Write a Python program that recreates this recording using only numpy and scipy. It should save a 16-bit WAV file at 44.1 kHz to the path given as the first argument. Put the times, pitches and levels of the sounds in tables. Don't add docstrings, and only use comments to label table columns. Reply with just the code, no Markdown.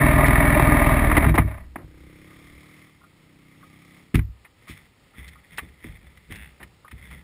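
import sys
import numpy as np
from scipy import signal
from scipy.fft import rfft, irfft
from scipy.io import wavfile
from scipy.ndimage import uniform_filter1d

SR = 44100
rng = np.random.default_rng(int(sys.argv[2]) if len(sys.argv) > 2 else 0)


def master_out(mix):
    frames = np.transpose(np.atleast_2d(mix))
    ceiling = np.clip(frames, -1, 1)
    pcm = np.round(ceiling * 32767).astype(np.int16)
    wavfile.write(sys.argv[1], SR, pcm)


N = 318843
T = np.arange(N) / SR


def amp(db):
    return 10 ** (np.asarray(db) / 20)


def unit(x):
    return x / np.sqrt(np.mean(x ** 2) + 1e-18)


def idle_unit(x):
    return x / np.std(x[:SR])


def curves(rows):
    s, *columns = np.transpose(rows)
    return [np.interp(T, s, c) for c in columns]


def during(rows):
    start, end = rows[0][0], rows[-1][0]
    return np.interp(T, [start - .04, start, end, end + 0.19], [0, 1, 1, 0])


def swell(start, end, attack, release):
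    return np.exp(-np.minimum(np.maximum(start - T, 0) / attack + np.maximum(T - end, 0) / release, 20))


def burst(length):
    age = np.minimum(T[:SR] / length * 2, 20)
    return age * np.exp(1 - age)


def walk(rate):
    return np.interp(T * rate, np.arange(4096), rng.standard_normal(4096)) * np.sqrt(1.5)


def clicks(times, sizes):
    inside = (times > 0) & (times < T[-1])
    return np.bincount((times[inside] * SR).astype(int), sizes[inside], N)


def add(out, s, sound):
    start = int(s * SR)
    out[start:start + len(sound)] += sound[:len(out) - start]


def colour(x, points, size=16384):
    hz, db = np.transpose(points)
    octave = np.log2(np.maximum(np.arange(size // 2 + 1), 1) * SR / size)
    outside = np.maximum(np.log2(hz[0]) - octave, 0) + np.maximum(octave - np.log2(hz[-1]), 0)
    cepstrum = irfft(np.log(amp(np.interp(octave, np.log2(hz), db) - 20 * outside)))
    response = irfft(np.exp(rfft(2 * cepstrum[:size // 2], size)))
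    return signal.fftconvolve(x, response / np.linalg.norm(response))[:N]


def ring(x, modes):
    t = T[:SR // 2]
    response = sum(amp(db) * np.sin(2 * np.pi * hz * t) * np.exp(-np.log(1000) * t / t60)
                   for hz, db, t60 in modes)
    return signal.oaconvolve(x, response / np.abs(response).max())[:N]


def smear(x, length):
    t = T[:8192]
    spectrum = rfft(rng.standard_normal(len(t)) * np.exp(-t / length))
    for _ in range(12):
        paths = irfft(spectrum / np.abs(spectrum)) * (t < 4 * length)
        spectrum = rfft(paths)
    return signal.fftconvolve(x, paths)[:N]


# frequency in Hz, relative level in dB.
AIR_SPECTRUM = [(18, -40.5), (30, -16.5), (103, -8.5), (134, -12.5), (461, -22), (549, -23), (670, -27.5),
                (799, -24), (1140, -28), (1240, -22.5), (1550, -32.5), (1890, -24.5), (4860, -33),
                (5800, -36.5), (7540, -64.5), (12800, -120)]


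def open_air(level_db=-59):
    return unit(colour(rng.standard_normal(N), AIR_SPECTRUM)) * amp(level_db + .8 * walk(14))


# frequency in Hz, relative level in dB.
EXHAUST_SPECTRUM = [(18, -15.5), (30, -9), (42, 1.5), (65, 2), (90, -2.5), (120, -15.5), (145, -12),
                    (200, -20), (300, -10.5), (400, -21), (700, -52)]
# time in seconds, relative kick of the non-firing revolution.
LOAD_KICKS = [(.75, 0.038), (1.0, 0.95), (1.3, 0.98)]
FIRST_FIRING_S, STALL_S = .033, 1.3


def exhaust(phase, cycles, lag_s=.009, return_share=0.45, level_db=-18):
    firings = np.interp(cycles, phase, T, left=-1)
    push = amp(rng.standard_normal(len(cycles))) * (firings < STALL_S)
    suction = uniform_filter1d(clicks(firings + lag_s / 4, push), int(lag_s * SR))
    returning = clicks(firings + lag_s, return_share * push)
    between = np.interp(cycles + .5 + 0.05 * rng.standard_normal(len(cycles)), phase, T, left=-1)
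    kicks = clicks(between, np.interp(between, *np.transpose(LOAD_KICKS)) * (between < STALL_S))
    return idle_unit(colour(returning - suction - kicks / 2, EXHAUST_SPECTRUM)) * amp(level_db)


def moving_metal(phase, cycles, tap_db=-1, slap_db=-7, gear_db=-3, play_s=.00008, throb=0.23, count=40):
    angles = (np.arange(count) + rng.random(count)) / count
    moments = np.interp(cycles[:, None] + angles, phase, T, left=-1)
    signs = rng.choice([-1, 1], count)
    sizes = signs * amp(2 * rng.standard_normal(count) + 2 * rng.standard_normal(moments.shape))
    taps = clicks(moments + play_s * rng.standard_normal(moments.shape), sizes)
    slap_times = np.interp(np.arange(2 * count) / 2 + 0.13, phase, T)
    slaps = clicks(slap_times, amp(2 * rng.standard_normal(2 * count)))
    impacts = smear(amp(tap_db) * idle_unit(taps) + amp(slap_db) * idle_unit(slaps), .003)
    gears = amp(gear_db) * rng.standard_normal(N) * amp(0.5 * walk(160))
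    return (impacts + gears) * (1 + throb * np.cos(4 * np.pi * (phase - .17)))


# frequency in Hz, relative level in dB, t60 in seconds.
COVER_MODES = [(146, -16, .14), (305, -7, .12), (596, -5, .04), (690, -4, .035), (1068, -4, .035),
               (1230, -1, .04), (1830, -2, .035), (1970, 1, .03), (2260, 1, .03), (2712, 2, .035),
               (3820, 2, .03)]


def rattling_covers(drive, count=4, flare_db=4.2, flare_hz=90):
    covers = np.array_split(np.array(COVER_MODES), count)
    return sum(ring(drive * amp(flare_db * walk(flare_hz)), modes) for modes in covers)


# time in seconds, firing rate in Hz.
NEAR_REVS = [(0, 20.45), (.5, 20.6), (.85, 20.4), (1.0, 19.4), (1.16, 18.4), (1.33, 16)]
# frequency in Hz, relative level in dB.
CASE_SPECTRUM = [(70, -0.5), (150, 5), (310, -1), (400, -0.5), (510, -15.5), (620, 5), (850, -2.5),
                 (1250, 0.5), (1500, -5.5), (2000, 1.5), (2380, -1.5), (2580, -14), (3900, -21.5),
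                 (4500, -29.5)]
# start in seconds, clatter level in dB, length in seconds.
STALL_SHUDDERS = [(1.176, -13.5, 0.0053), (1.281, -27.5, 0.02), (1.352, -25, 0.026), (1.378, -27.5, 0.034),
                  (1.454, -36, 0.079)]


def near_engine(clatter_db=-16.5, ring_db=1, sag_db_per_hz=2, stop_s=0.019):
    hz, = curves(NEAR_REVS)
    phase = np.cumsum(hz) / SR - FIRST_FIRING_S * hz[0]
    cycles = np.arange(-1, 40)
    pipe = exhaust(phase, cycles)
    case = colour(moving_metal(phase, cycles), CASE_SPECTRUM)
    clatter = idle_unit(case) + amp(ring_db) * idle_unit(rattling_covers(case))
    shaking = amp(clatter_db - sag_db_per_hz * (hz[0] - hz)) * swell(0, STALL_S, 1, stop_s)
    for s, db, length in STALL_SHUDDERS:
        add(shaking, s, amp(db) * burst(length))
    return pipe + idle_unit(clatter) * shaking


# start in seconds, relative level in dB,
# rattle length in seconds, treble tilt in dB per octave.
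PART_KNOCKS = [(0.262, -28, 0.01, 9), (0.596, -14.5, 0.002, -7), (1.113, -16.5, 0.0059, -4.5),
               (1.166, -11, 0.0078, -3.5), (1.223, -21, 0.007, -3), (1.241, -18.5, 0.0077, -4),
               (1.339, -25, 0.011, -6), (1.352, -35, 0.0048, 13.5), (1.377, -15, 0.01, -4),
               (1.58, -41, 0.0037, -3), (1.757, -31, 0.0049, -5.5), (1.779, -51.5, 0.029, -9.5),
               (4.142, -31.5, 0.0079, 6), (4.1464, -22.5, 0.0024, 1), (4.1533, -19.5, 0.0023, 9.5),
               (4.191, -29.5, 0.0035, 0), (4.445, -47.5, 0.013, 2), (4.675, -50, 0.036, 14),
               (4.774, -51.5, 0.0032, 14), (5.277, -52.5, 0.0091, 17), (5.573, -47, 0.0057, 17.5),
               (5.581, -26, 0.0086, 4), (6.172, -52.5, 0.0047, 10), (6.3215, -36, .003, 9),
               (6.354, -47, .008, 13), (6.599, -46, 0.02, -2), (6.627, -40.5, 0.0086, 6),
               (6.879, -45, 0.0048, 2), (6.911, -40.5, 0.006, 7), (7.103, -46, 0.018, 6)]
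# frequency in Hz, relative level in dB.
KNOCK_SPECTRUM = [(100, -18), (350, -1), (500, -9.5), (700, -1.5), (1200, 1.5), (1500, -3), (2000, 5),
                  (2400, -1.5), (2800, -10), (3600, -15), (4600, -28.5), (5800, -30.5)]


def knocks(tail_db=-22, tail_s=0.017):
    out = np.zeros(N + SR)
    octave = np.log2(np.clip(np.fft.rfftfreq(SR, 1 / SR), 300, 6000) / 1600)
    for s, db, length, tilt in PART_KNOCKS:
        contacts = irfft(rfft(rng.standard_normal(SR)) * amp(tilt * octave))
        envelope = burst(length) + amp(tail_db) * burst(length + tail_s)
        add(out, s, amp(db) * contacts * envelope)
    return colour(out[:N], KNOCK_SPECTRUM)


# frequency in Hz, relative level in dB, base t60 in seconds.
FRAME_MODES = [(44.5, -6.5, 0.33), (62.75, -2.5, 0.39), (100, -0.5, 0.39), (132, 0.5, 0.14),
               (152.3, 3.5, 0.22), (238.5, 5.5, 0.12), (318.3, 3.5, 0.17), (412, 3, 0.071)]
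# start in seconds,
# relative level in dB, contact time in seconds, factor on t60.
FRAME_BLOWS = [(1.256, -11, 0.0036, 1.16), (1.302, -10.5, 0.005, 1), (1.384, -11, 0.0026, 0.83),
               (1.401, -37, 0.0038, 0.89), (1.444, -17, 0.0054, 0.75), (1.609, -48, 0.0069, 0.91),
               (1.777, -43, 0.0016, 0.79), (1.829, -28.5, 0.0091, 0.78), (4.141, -10, 0.0032, 0.88),
               (4.177, -9.5, 0.0053, 0.8), (4.282, -18, 0.021, 0.5), (4.693, -39.5, 0.0015, 0.76),
               (5.178, -41.5, 0.0033, 0.64), (5.628, -46, 0.0019, 0.7), (5.843, -38, 0.00076, 0.95),
               (5.881, -22.5, 0.017, 1.3), (6.3, -38, 0.0024, 0.72), (6.924, -33, 0.007, 1.2)]


def frame_bumps(gain_db=10.5):
    out = np.zeros(N)
    for s, db, contact, sustain in FRAME_BLOWS:
        push = burst(contact / 2)
        modes = [(hz * (-1) ** k, level, t60 * sustain) for k, (hz, level, t60) in enumerate(FRAME_MODES)]
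        add(out, s, ring(amp(db + gain_db) * push / push.sum(), modes))
    return out


# peak time in seconds, relative level in dB, half-length in seconds.
LOW_RUMBLES = [(1.627, -39.5, 0.095), (2.08, -50, 0.31), (2.524, -48, .06), (3.474, -65, 0.056),
               (4.078, -65, .08)]
# frequency in Hz, relative level in dB.
RUMBLE_SPECTRUM = [(25, -6), (45, -7), (65, 4.5), (100, -18.5), (200, -17)]


def low_rumbles(gain_db=-1):
    swells = sum(amp(db) * np.exp(-np.minimum(((T - s) / length) ** 2, 20))
                 for s, db, length in LOW_RUMBLES)
    return unit(colour(rng.standard_normal(N), RUMBLE_SPECTRUM)) * swells * amp(gain_db)


# time in seconds, firing rate in Hz.
DISTANT_REVS = [(1.88, 30.9), (2.13, 33.43), (2.45, 36.38), (2.89, 38.8), (2.95, 37.05), (3.1, 29.75),
                (3.25, 31.2), (3.43, 31.66), (3.9, 33.82), (4.05, 34.6)]
# opening and closing in seconds, pipe level in dB, change
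# with distance in dB per second, opening bark relative to the pipe in dB, extra rasp in dB.
THROTTLE_PULLS = [(1.872, 2.846, -51.5, -3.5, -0.5, 2.5), (3.107, 3.978, -57.5, 5, -7, 0)]
# frequency in Hz, relative level in dB.
PIPE_SPECTRUM = [(40, -20), (70, -7), (100, -1.5), (165, 7), (220, -3.5), (280, 2.5), (350, -10),
                 (600, -38.5)]
BARK_SPECTRUM = [(200, -40), (260, -4.5), (310, 12), (400, 0), (500, 2.5), (620, -9), (750, -20),
                 (1200, -23), (1600, -8)]
RASP_SPECTRUM = [(600, -5.5), (900, -12), (1200, 1), (1500, -13), (2100, 6.5), (2400, -1.5), (2800, -11.5),
                 (3400, -4.5), (4300, -17.5), (5800, -12)]
THROTTLE_OPEN_S, THROTTLE_CLOSE_S, COAST_DB, BARK_FADE_DB_PER_S = 0.47, 0.12, -61.5, 8.5
RASP_DB, RASP_AT_HZ, RASP_DB_PER_HZ, RASP_BUILD_S = -3.5, 33.4, 0.2, 0.49


def far_bike(puff_cycles=0.53, steady_flow=0.57, crack_db=-12, pipe_spread_s=0.0098):
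    hz, = curves(DISTANT_REVS)
    loudness = rasping = amp(COAST_DB) * during(DISTANT_REVS)
    barking = 0
    for opens, closes, db, db_per_s, bark_db, rasp_db in THROTTLE_PULLS:
        age = T - opens
        throttle = np.clip(age / THROTTLE_OPEN_S + .5, 0, 1) * swell(0, closes, 1, THROTTLE_CLOSE_S)
        pull = throttle * amp(db + db_per_s * age)
        loudness = np.maximum(loudness, pull)
        barking += pull * amp(bark_db - BARK_FADE_DB_PER_S * age)
        build = swell(opens + RASP_BUILD_S, closes, RASP_BUILD_S, RASP_BUILD_S)
        rasping = np.maximum(rasping, pull * amp(rasp_db) * build)
    phase = np.cumsum(hz) / SR
    firings = np.diff(np.floor(phase), prepend=0)
    scattered = smear(firings, .007)
    gas = unit(rng.standard_normal(N) * (steady_flow + np.exp(-(phase % 1) / puff_cycles)))
    pipe = unit(colour(smear(firings, pipe_spread_s), PIPE_SPECTRUM))
    bark = unit(colour(scattered, BARK_SPECTRUM))
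    rasp = unit(colour(gas + amp(crack_db) * unit(scattered), RASP_SPECTRUM))
    rasping *= amp(RASP_DB + RASP_DB_PER_HZ * (hz - RASP_AT_HZ))
    return loudness * pipe + barking * bark + rasping * rasp


# start in seconds, relative level in dB.
CLINK_TOUCHES = [(2.308, -47), (3.01, -52), (3.035, -47), (3.626, -43), (4.673, -42), (5.138, -48),
                 (5.352, -47), (6.6, -46), (6.845, -38)]
# frequency in Hz, relative level in dB, t60 in seconds.
HOLLOW_MODES = [(1120, -4, .05), (1240, 0, .09), (1380, -3, .05)]


def clinks(gain_db=-20, chatter_s=.009):
    touch = np.zeros(N)
    for s, db in CLINK_TOUCHES:
        add(touch, s, amp(db) * burst(chatter_s))
    return amp(gain_db) * ring(touch * rng.standard_normal(N), HOLLOW_MODES)


# landing in seconds, relative tread and rustle levels in dB,
# settling time in seconds.
FOOTFALLS = [(4.359, -55.5, -72, .07), (4.692, -46, -48.5, 0.091), (5.18, -41, -47, 0.12),
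             (5.529, -45.5, -49.5, 0.12), (5.629, -39, -64, 0.054), (5.85, -40, -47.5, .1),
             (6.03, -46.5, -58.5, 0.16), (6.31, -36.5, -52, 0.11), (6.62, -40.5, -69, .05),
             (6.93, -44.5, -55.5, 0.11), (7.031, -44.5, -49, 0.15), (7.13, -39.5, -53, .07)]
# frequency in Hz, relative level in dB.
TREAD_SPECTRUM = [(28, -13), (45, -10), (65, 10.5), (100, -11), (160, -2), (300, -18), (430, -20),
                  (800, -31.5)]
LEAF_SPECTRUM = [(450, -17), (800, -13), (1200, -7), (1550, -7.5), (2050, 8), (2450, -3), (2900, -12.5),
                 (3500, -2.5), (4200, -28), (5800, -17)]
STEP_ATTACK_S, SWING_S, SWING_DB = 0.0125, 0.053, -5.5


def boots(tread_db=-1, rustle_db=1, grains_per_s=1000, grain_spread_db=4, brush_db=-4):
    weight, leaves = 0, 0
    for s, thud_db, leaf_db, settle in FOOTFALLS:
        press = swell(s, s, STEP_ATTACK_S, settle)
        swing = amp(SWING_DB) * swell(s, s, SWING_S, SWING_S)
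        weight = np.hypot(weight, amp(thud_db) * press)
        leaves = np.hypot(leaves, amp(leaf_db) * np.maximum(press, swing))
    tread = unit(colour(rng.standard_normal(N), TREAD_SPECTRUM)) * weight * amp(tread_db)
    sizes = amp(grain_spread_db * np.minimum(rng.exponential(size=N), 4)) * rng.choice([-1, 1], N)
    grains = unit(sizes * (rng.random(N) < grains_per_s / SR))
    crackle = (grains + amp(brush_db) * rng.standard_normal(N)) * amp(2.4 * walk(76))
    return tread + unit(colour(crackle, LEAF_SPECTRUM)) * leaves * amp(rustle_db)


# time in seconds, slips per second, relative level in dB.
BOOT_BEND = [(6.335, 112, -49), (6.36, 110, -46.5), (6.43, 104, -46), (6.455, 62, -48), (6.49, 60, -54),
             (6.52, 55, -61)]
# frequency in Hz, relative level in dB.
SHELL_SPECTRUM = [(600, -13), (1300, -12), (1600, -3), (1900, 1), (2150, 1), (2400, -5), (2680, 0),
                  (3100, -17), (3500, -5), (4000, -26), (5800, -30)]


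def boot_creak(ring_s=.0037, scatter_db=2, rub_db=-9):
    rate, db = curves(BOOT_BEND)
    slips = np.diff(np.floor(np.cumsum(rate) / SR), prepend=0) * amp(scatter_db * walk(100))
    rings = smear(slips, ring_s) * np.sqrt(SR / rate.max())
    rub = amp(rub_db) * rng.standard_normal(N)
    return colour(rings + rub, SHELL_SPECTRUM) * amp(db) * during(BOOT_BEND)


def scene():
    return (open_air() + near_engine() + knocks() + frame_bumps() + low_rumbles()
            + far_bike() + clinks() + boots() + boot_creak())[None]


def record(dry, ceiling=.8, band_hz=5600, hold_hz=12000, top_hz=15400):
    rounded = dry / (1 + (dry / ceiling) ** 6) ** (1 / 6)
    band = signal.sosfilt(signal.ellip(8, .3, 60, band_hz, fs=SR, output="sos"), rounded)
    slow = signal.resample_poly(band, hold_hz, SR, axis=1, window=("kaiser", 2))
    held = np.repeat(slow, 4, axis=1)
    sound = signal.resample_poly(held, SR, 4 * hold_hz, axis=1)[:, :N]
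    return signal.sosfilt(signal.ellip(8, .2, 70, top_hz, fs=SR, output="sos"), sound)


dry = scene()
out = record(dry)
master_out(out)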